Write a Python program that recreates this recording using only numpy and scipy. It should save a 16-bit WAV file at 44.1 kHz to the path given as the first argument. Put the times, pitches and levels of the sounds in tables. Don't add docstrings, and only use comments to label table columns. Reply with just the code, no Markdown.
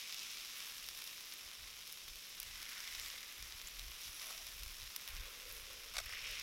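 import sys
import numpy as np
from scipy import signal
from scipy.fft import rfft, irfft, next_fast_len
from scipy.io import wavfile
from scipy.ndimage import uniform_filter1d

SR = 44100
rng = np.random.default_rng(int(sys.argv[2]) if len(sys.argv) > 2 else 0)


def bounce(signal):
    frames = np.transpose(np.atleast_2d(signal))
    limited = np.clip(frames, -1, 1)
    pcm = np.round(limited * 32767).astype(np.int16)
    wavfile.write(sys.argv[1], SR, pcm)


N = 283120
TIME = np.arange(N) / SR


def from_db(db):
    return 10 ** (np.asarray(db) / 20)


def rms_one(x):
    return x / np.sqrt(np.mean(x ** 2) + 1e-20)


def even(x, size=6000):
    return x / np.sqrt(uniform_filter1d(x ** 2, size=size) + 1e-20)


def in_time(rows):
    times, *columns = np.transpose(rows)
    return [np.interp(TIME, times, column) for column in columns]


def swell(start, length, attack_s, release_s):
    early = np.maximum(start - TIME, 0)
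    late = np.maximum(TIME - start - length, 0)
    return np.exp(-(early / attack_s) ** 2 - (late / release_s) ** 2)


def bump(peak, length):
    return np.exp(-2 * ((TIME - peak) / length) ** 2)


def drift(rate):
    step = 20
    r = np.exp(-2 * np.pi * rate * step / SR)
    noise = rng.standard_normal(N // step + 2002)
    slow = signal.lfilter([1], [1, -2 * r, r * r], noise)[2000:]
    return np.interp(np.arange(N) / step, np.arange(len(slow)), rms_one(slow))


def colour(x, spectrum):
    size = next_fast_len(2 * len(x), real=True)
    size += size % 2
    hz = np.maximum(np.fft.rfftfreq(size, 1 / SR), 1)
    at, db = np.transpose(spectrum)
    gain = from_db(np.interp(np.log(hz), np.log(at), db))
    gain = gain * np.minimum(hz / at[0], 1)
    cepstrum = irfft(np.log(gain))
    cepstrum[1:size // 2] *= 2
    cepstrum[size // 2 + 1:] = 0
    return irfft(rfft(x, size) * np.exp(rfft(cepstrum)))[:len(x)]


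def cut(x, hz, kind, order=4):
    sections = signal.butter(order, hz, kind, fs=SR, output="sos")
    return signal.sosfilt(sections, x + 1e-18)


def resonate(x, hz, width_hz):
    r = np.exp(-np.pi * width_hz / SR)
    top = np.array([1, 0, -1]) * (1 - r * r) / 2
    bottom = [1, -2 * r * np.cos(2 * np.pi * hz / SR), r * r]
    return signal.lfilter(top, bottom, x + 1e-18)


LARGEST_BURST = 4.6


def bursts(per_s, spread_db, clump_db, clump_rate=90):
    born = rng.random(N) < per_s * from_db(clump_db * drift(clump_rate)) / SR
    sizes = from_db(spread_db * np.minimum(rng.exponential(1, N), LARGEST_BURST))
    signs = rng.choice([-1, 1], N)
    return rms_one(born * sizes * signs)


# (frequency [Hz], relative level [dB per Hz])
AIR_COLOUR = [(20, 0.5), (60, -10), (150, -2.5), (330, -3.5), (520, -3), (800, -9), (1500, -12),
              (5000, -39.5)]
# (frequency [Hz], relative level [dB per Hz])
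SIDE_NOISE_COLOUR = [(40, -7.5), (130, 7.5), (300, 3), (600, -1), (1100, -15.5), (2200, -34), (4500, -35),
                     (13000, -24)]
AIR_DB, SIDE_NOISE_DB = -72, -86.5


def air():
    mid = rms_one(colour(rng.standard_normal(N), AIR_COLOUR))
    side = rms_one(colour(rng.standard_normal(N), SIDE_NOISE_COLOUR))
    left_right = np.array([[1], [-1]])
    return from_db(AIR_DB) * mid + from_db(SIDE_NOISE_DB) * side * left_right


# (frequency [Hz], relative level [dB per Hz])
RUMBLE_COLOUR = [(18, -5), (25, 1), (35, 0), (50, -5.5), (85, -13.5), (130, -24), (250, -42), (600, -82.5)]
# (time [s], level before flutter [dB])
BREEZE_LEVELS = [(0, -82), (0.9, -78), (3.2, -76.5), (6.42, -68.5)]
# (time of the peak [s], length [s], level [dB])
WIND_PUFFS = [(0.85, 0.25, -69), (1.47, .05, -64.5), (1.632, 0.086, -60.5), (2.11, 0.12, -59),
              (2.506, 0.22, -61), (3.0, 0.18, -61), (3.427, 0.081, -55.5), (3.54, 0.067, -55.5),
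              (3.65, .05, -58), (3.834, 0.17, -52.5), (4.093, .06, -58), (4.46, 0.25, -63.5),
              (4.654, 0.15, -52), (4.837, 0.095, -56), (5.18, 0.13, -47.5), (5.566, 0.32, -59.5),
              (6.02, 0.18, -55), (6.302, 0.088, -57)]
PUFF_RISE_SHARE, PUFF_FALL_SHARE = 0.51, 0.58


def wind(flutter_db=3.0):
    breeze_db, = in_time(BREEZE_LEVELS)
    breeze = from_db(breeze_db + flutter_db * drift(6))
    puffs = sum(from_db(db) * swell(peak, 0, PUFF_RISE_SHARE * length, PUFF_FALL_SHARE * length)
                for peak, length, db in WIND_PUFFS)
    rumble = even(colour(rng.standard_normal(N), RUMBLE_COLOUR), size=3000)
    return np.hypot(breeze, puffs) * rumble


# (start [s], length [s], level [dB], pitch [Hz])
BLADE_SLIDES = [(4.287, 0.18, -71, 685), (5.274, 0.6, -70.5, 498), (6.13, .21, -69, 508.5)]
SLIDE_ATTACK_S, SLIDE_RELEASE_S = 0.069, 0.055


def rub(width_hz=75, judder_db=2.5):
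    noise = rng.standard_normal(N) + 1j * rng.standard_normal(N)
    shake = cut(noise, width_hz, "low", order=2)
    shake = shake * from_db(judder_db * drift(7.4))
    out = np.zeros(N)
    for start, length, db, hz in BLADE_SLIDES:
        drone = rms_one(np.real(shake * np.exp(2j * np.pi * hz * TIME)))
        out += from_db(db) * swell(start, length, SLIDE_ATTACK_S, SLIDE_RELEASE_S) * drone
    return out


# (time [s], starting level [dB])
KNIFE_TICKS = [(3.6727, -32), (3.678, -38)]
TICK_HZ, TICK_T60_S = 7200, 0.0036


def ticks():
    out = np.zeros(N)
    for start, db in KNIFE_TICKS:
        fade = from_db(db - 60 * np.abs(TIME - start) / TICK_T60_S)
        out += fade * np.sin(2 * np.pi * TICK_HZ * np.maximum(TIME - start, 0))
    return out


# (time of the peak [s], relative level [dB], length [s])
BLADE_SCRAPES = [(1.46, -57, .008), (3.141, -50, .005), (4.22, -51, .02), (4.308, -44.5, .012),
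                 (5.507, -49.5, .011), (5.71, -52, .012), (5.947, -45, .007), (5.958, -39.5, .005),
                 (5.969, -31.5, .0035), (5.983, -29.5, .0016), (5.988, -33.5, .0035), (5.995, -46, .02),
                 (6.002, -38, .0018), (6.094, -46, .005), (6.131, -44.5, .014)]
# (frequency [Hz], width [Hz], relative level [dB])
BLADE_RESONANCES = [(713, 128, -2.5), (1330, 480, 0), (1510, 330, -21.5), (2225, 540, 1), (3550, 370, -1.5),
                    (4390, 1400, -7), (5570, 270, -6), (7550, 270, -11), (10700, 2100, -31)]


def scrapes(lowest_hz=480):
    force = sum(from_db(db) * bump(peak, length) for peak, db, length in BLADE_SCRAPES)
    grit = force * bursts(per_s=12000, spread_db=3.0, clump_db=1.0)
    blade = sum(from_db(db) * resonate(grit, hz, width) for hz, width, db in BLADE_RESONANCES)
    return from_db(4.0) * cut(blade, lowest_hz, "high", order=3)


# (time [s], sizzle level [dB], juice level [dB], relative level of fat spray [dB])
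SIMMER_LEVELS = [(0, -53.5, -61.5, -58.5), (1.0, -53.5, -61, -58.5), (1.6, -55.5, -61, -61.5),
                 (2.15, -55.5, -64.5, -61.5), (3.4, -55.5, -60, -60.5), (4.6, -55, -61, -58.5),
                 (5.9, -56, -60, -61.5), (6.42, -56.5, -60, -61.5)]
# (time of the peak [s], rise [s], fall [s], sizzle gain [dB], juice gain [dB], spray gain [dB])
MEAT_PRESSES = [(0.2, 0.3, 0.3, 3.5, 1, -1), (0.6, 0.086, 0.15, 1.3, 4, 2.5),
                (1.04, 0.045, 0.075, 0.5, 1.5, 0.5), (1.9, .05, .06, 1.5, -1, 3.5),
                (2.78, 0.42, 0.11, 2, 3, 1.5), (3.05, 0.26, .13, 4, 3.5, 3),
                (4.05, 0.042, 0.05, 4.5, -0.2, 3), (4.24, 0.045, 0.13, 2.5, 4.5, 3.5),
                (5.12, .07, 0.22, -1, 3.5, 0), (5.53, 0.055, 0.07, 0, 0.5, 5), (6.31, 0.071, .2, 6, 2, 1)]


def frying():
    levels_db = np.array(in_time(SIMMER_LEVELS))
    for peak, rise, fall, *gains_db in MEAT_PRESSES:
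        levels_db = levels_db + np.outer(gains_db, swell(peak, 0, rise, fall))
    return levels_db


SMALL_SPITS_PER_S = 22
SMALL_SNAP_DB, SMALL_CRACK_DB, SMALL_SPREAD_DB = -1.5, -3.5, 4.5
SNAP_DB_PER_JUICE_DB = 0.6


def small_spits(count=240):
    sizzle_db, juice_db, _ = frying()
    wetness_db = juice_db - np.mean(juice_db)
    times = np.cumsum(rng.exponential(1 / SMALL_SPITS_PER_S, count))
    chance_db = SMALL_SPREAD_DB * np.clip(rng.standard_normal((2, count)), -2, 2)
    wet_sizzle_db = sizzle_db + SNAP_DB_PER_JUICE_DB * wetness_db
    snap_db = np.interp(times, TIME, wet_sizzle_db) + SMALL_SNAP_DB + chance_db[0]
    crack_db = np.interp(times, TIME, sizzle_db) + SMALL_CRACK_DB + chance_db[1]
    return list(np.column_stack([times, snap_db, crack_db])[times < TIME[-1]])


# (time [s], snap level [dB], bright crack level [dB])
LARGE_SPITS = [(0.1444, -44, -49), (0.1933, -44, -57), (0.3722, -45, -60), (0.6677, -50, -62),
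               (0.8878, -41.5, -45), (0.9744, -52, -47), (1.0183, -64, -48), (1.0413, -50, -47),
               (1.0743, -50, -48), (1.3232, -45.5, -62), (1.3384, -61, -46), (1.9257, -55, -44.5),
               (2.0808, -46.5, -54), (2.401, -48, -38), (2.43, -47, -44), (2.8042, -43.5, -55),
               (2.8764, -44, -64), (2.9504, -42, -57), (2.998, -43, -45), (3.1017, -45.5, -64),
               (3.2301, -48, -65), (3.4262, -46, -51), (3.5233, -45, -62), (3.7949, -44, -50),
               (4.4673, -52, -49), (4.6344, -46, -45.5), (4.8763, -49, -65), (4.963, -41, -37),
               (5.0772, -43, -46.5), (5.087, -50, -46), (5.5248, -58, -45), (6.06, -60, -47.5),
               (6.3977, -43, -49)]
SPIT_S = 0.003


def spits(tear_db=-7, tear_s=0.000059, splash_db=-19.0, splash_s=0.0021,
          snap_top_hz=7000, crack_from_hz=9000, size=1024):
    out = np.zeros(N + size)
    age = np.arange(size) / SR
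    fade = from_db(tear_db) * np.exp(-age / tear_s) + from_db(splash_db) * np.exp(-age / splash_s)
    for time, snap_db, crack_db in LARGE_SPITS + small_spits():
        push = fade * rng.standard_normal(size) * (rng.random(size) < 0.4)
        push[0] = rng.choice([-1, 1])
        push = colour(push, SIZZLE_COLOUR)
        start = round(time * SR)
        for kind, hz, db in (("low", snap_top_hz, snap_db), ("high", crack_from_hz, crack_db)):
            part = cut(push, hz, kind)
            to_rms_one = np.sqrt(SPIT_S * SR / np.sum(part ** 2))
            out[start:start + size] += from_db(db) * part * to_rms_one
    return out[:N]


# (time of the peak [s], level [dB], length [s], pitch of the gap [Hz], width of the resonance [Hz])
STEAM_JETS = [(0.174, -59, 0.59, 2360, 700), (2.713, -61.5, 0.22, 1540, 348), (2.885, -58, 0.67, 2070, 500),
              (3.03, -58, 0.11, 7200, 1100), (3.057, -61, .08, 11800, 1100), (4.2, -60.5, .2, 10700, 1300),
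              (4.264, -61, 0.32, 5760, 330), (6.135, -53.5, 0.097, 1880, 497),
              (6.147, -57.5, 0.33, 5350, 300), (6.286, -49, 0.34, 2360, 1020)]


def jets():
    out = np.zeros(N)
    for peak, db, length, hz, width in STEAM_JETS:
        froth = bursts(per_s=1000, spread_db=3.5, clump_db=1.5)
        once = resonate(froth, hz, 1.5 * width)
        hiss = even(resonate(once, hz, 1.5 * width))
        out += from_db(db) * bump(peak, length) * hiss
    return out


def bubbles(clicks, low_hz, high_hz, cycles, count=20):
    dealt = rng.integers(0, count, N)
    pitches = np.geomspace(low_hz, min(high_hz, 0.45 * SR), count)
    return rms_one(sum(resonate(clicks * (dealt == k), hz, hz / cycles) for k, hz in enumerate(pitches)))


# (frequency [Hz], relative level [dB per Hz])
SIZZLE_COLOUR = [(400, -21), (900, -13), (1060, -6.5), (1650, -7.5), (2200, -3), (3100, -1), (3650, 2),
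                 (4400, -1.5), (5450, 3), (6900, -5.5), (8500, -11), (10900, -6.5), (14000, -7.5),
                 (15800, -11)]
JUICE_TOP_HZ, SPRAY_FROM_HZ = 2440, 9100


def sizzle(crackle_db_per_db=-0.2):
    sizzle_db, juice_db, spray_db = frying()
    wetness_db = juice_db - np.mean(juice_db)
    snaps = from_db(crackle_db_per_db * wetness_db) * bursts(per_s=600, spread_db=3.0, clump_db=1.0)
    fizz = bursts(per_s=14000, spread_db=2.5, clump_db=1.5)
    coarse = bubbles(bursts(per_s=700, spread_db=2.5, clump_db=2.5), 1160, 3000, cycles=6.9)
    middle = bubbles(bursts(per_s=1500, spread_db=3.0, clump_db=2.0), 2680, 7360, cycles=5.0)
    fine = bubbles(bursts(per_s=1500, spread_db=3.5, clump_db=2.5), 8000, 15500, cycles=3.0)

    juice_mix = fizz + from_db(-1.0) * snaps + from_db(-12.0) * coarse
    hiss_mix = fizz + from_db(-3.0) * snaps + from_db(-8.5) * middle
    spray_mix = fizz + from_db(-4.0) * snaps + from_db(-2.5) * fine
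    juice = cut(colour(juice_mix, SIZZLE_COLOUR), JUICE_TOP_HZ, "low")
    hiss = cut(colour(hiss_mix, SIZZLE_COLOUR), [JUICE_TOP_HZ, SPRAY_FROM_HZ], "band")
    spray = cut(colour(spray_mix, SIZZLE_COLOUR), SPRAY_FROM_HZ, "high")

    out = from_db(sizzle_db) * even(hiss)
    out += from_db(juice_db) * even(juice)
    out += from_db(spray_db + 0.2) * even(spray)
    return out


def scene():
    meat = sizzle() + jets() + spits()
    knife = scrapes() + ticks() + rub()
    return meat + knife + wind() + air()


CUTOFF_HZ = 15850


def record(dry):
    sections = signal.ellip(10, 0.1, 80, CUTOFF_HZ, fs=SR, output="sos")
    return signal.sosfilt(sections, dry)


dry = scene()
out = record(dry)
bounce(out)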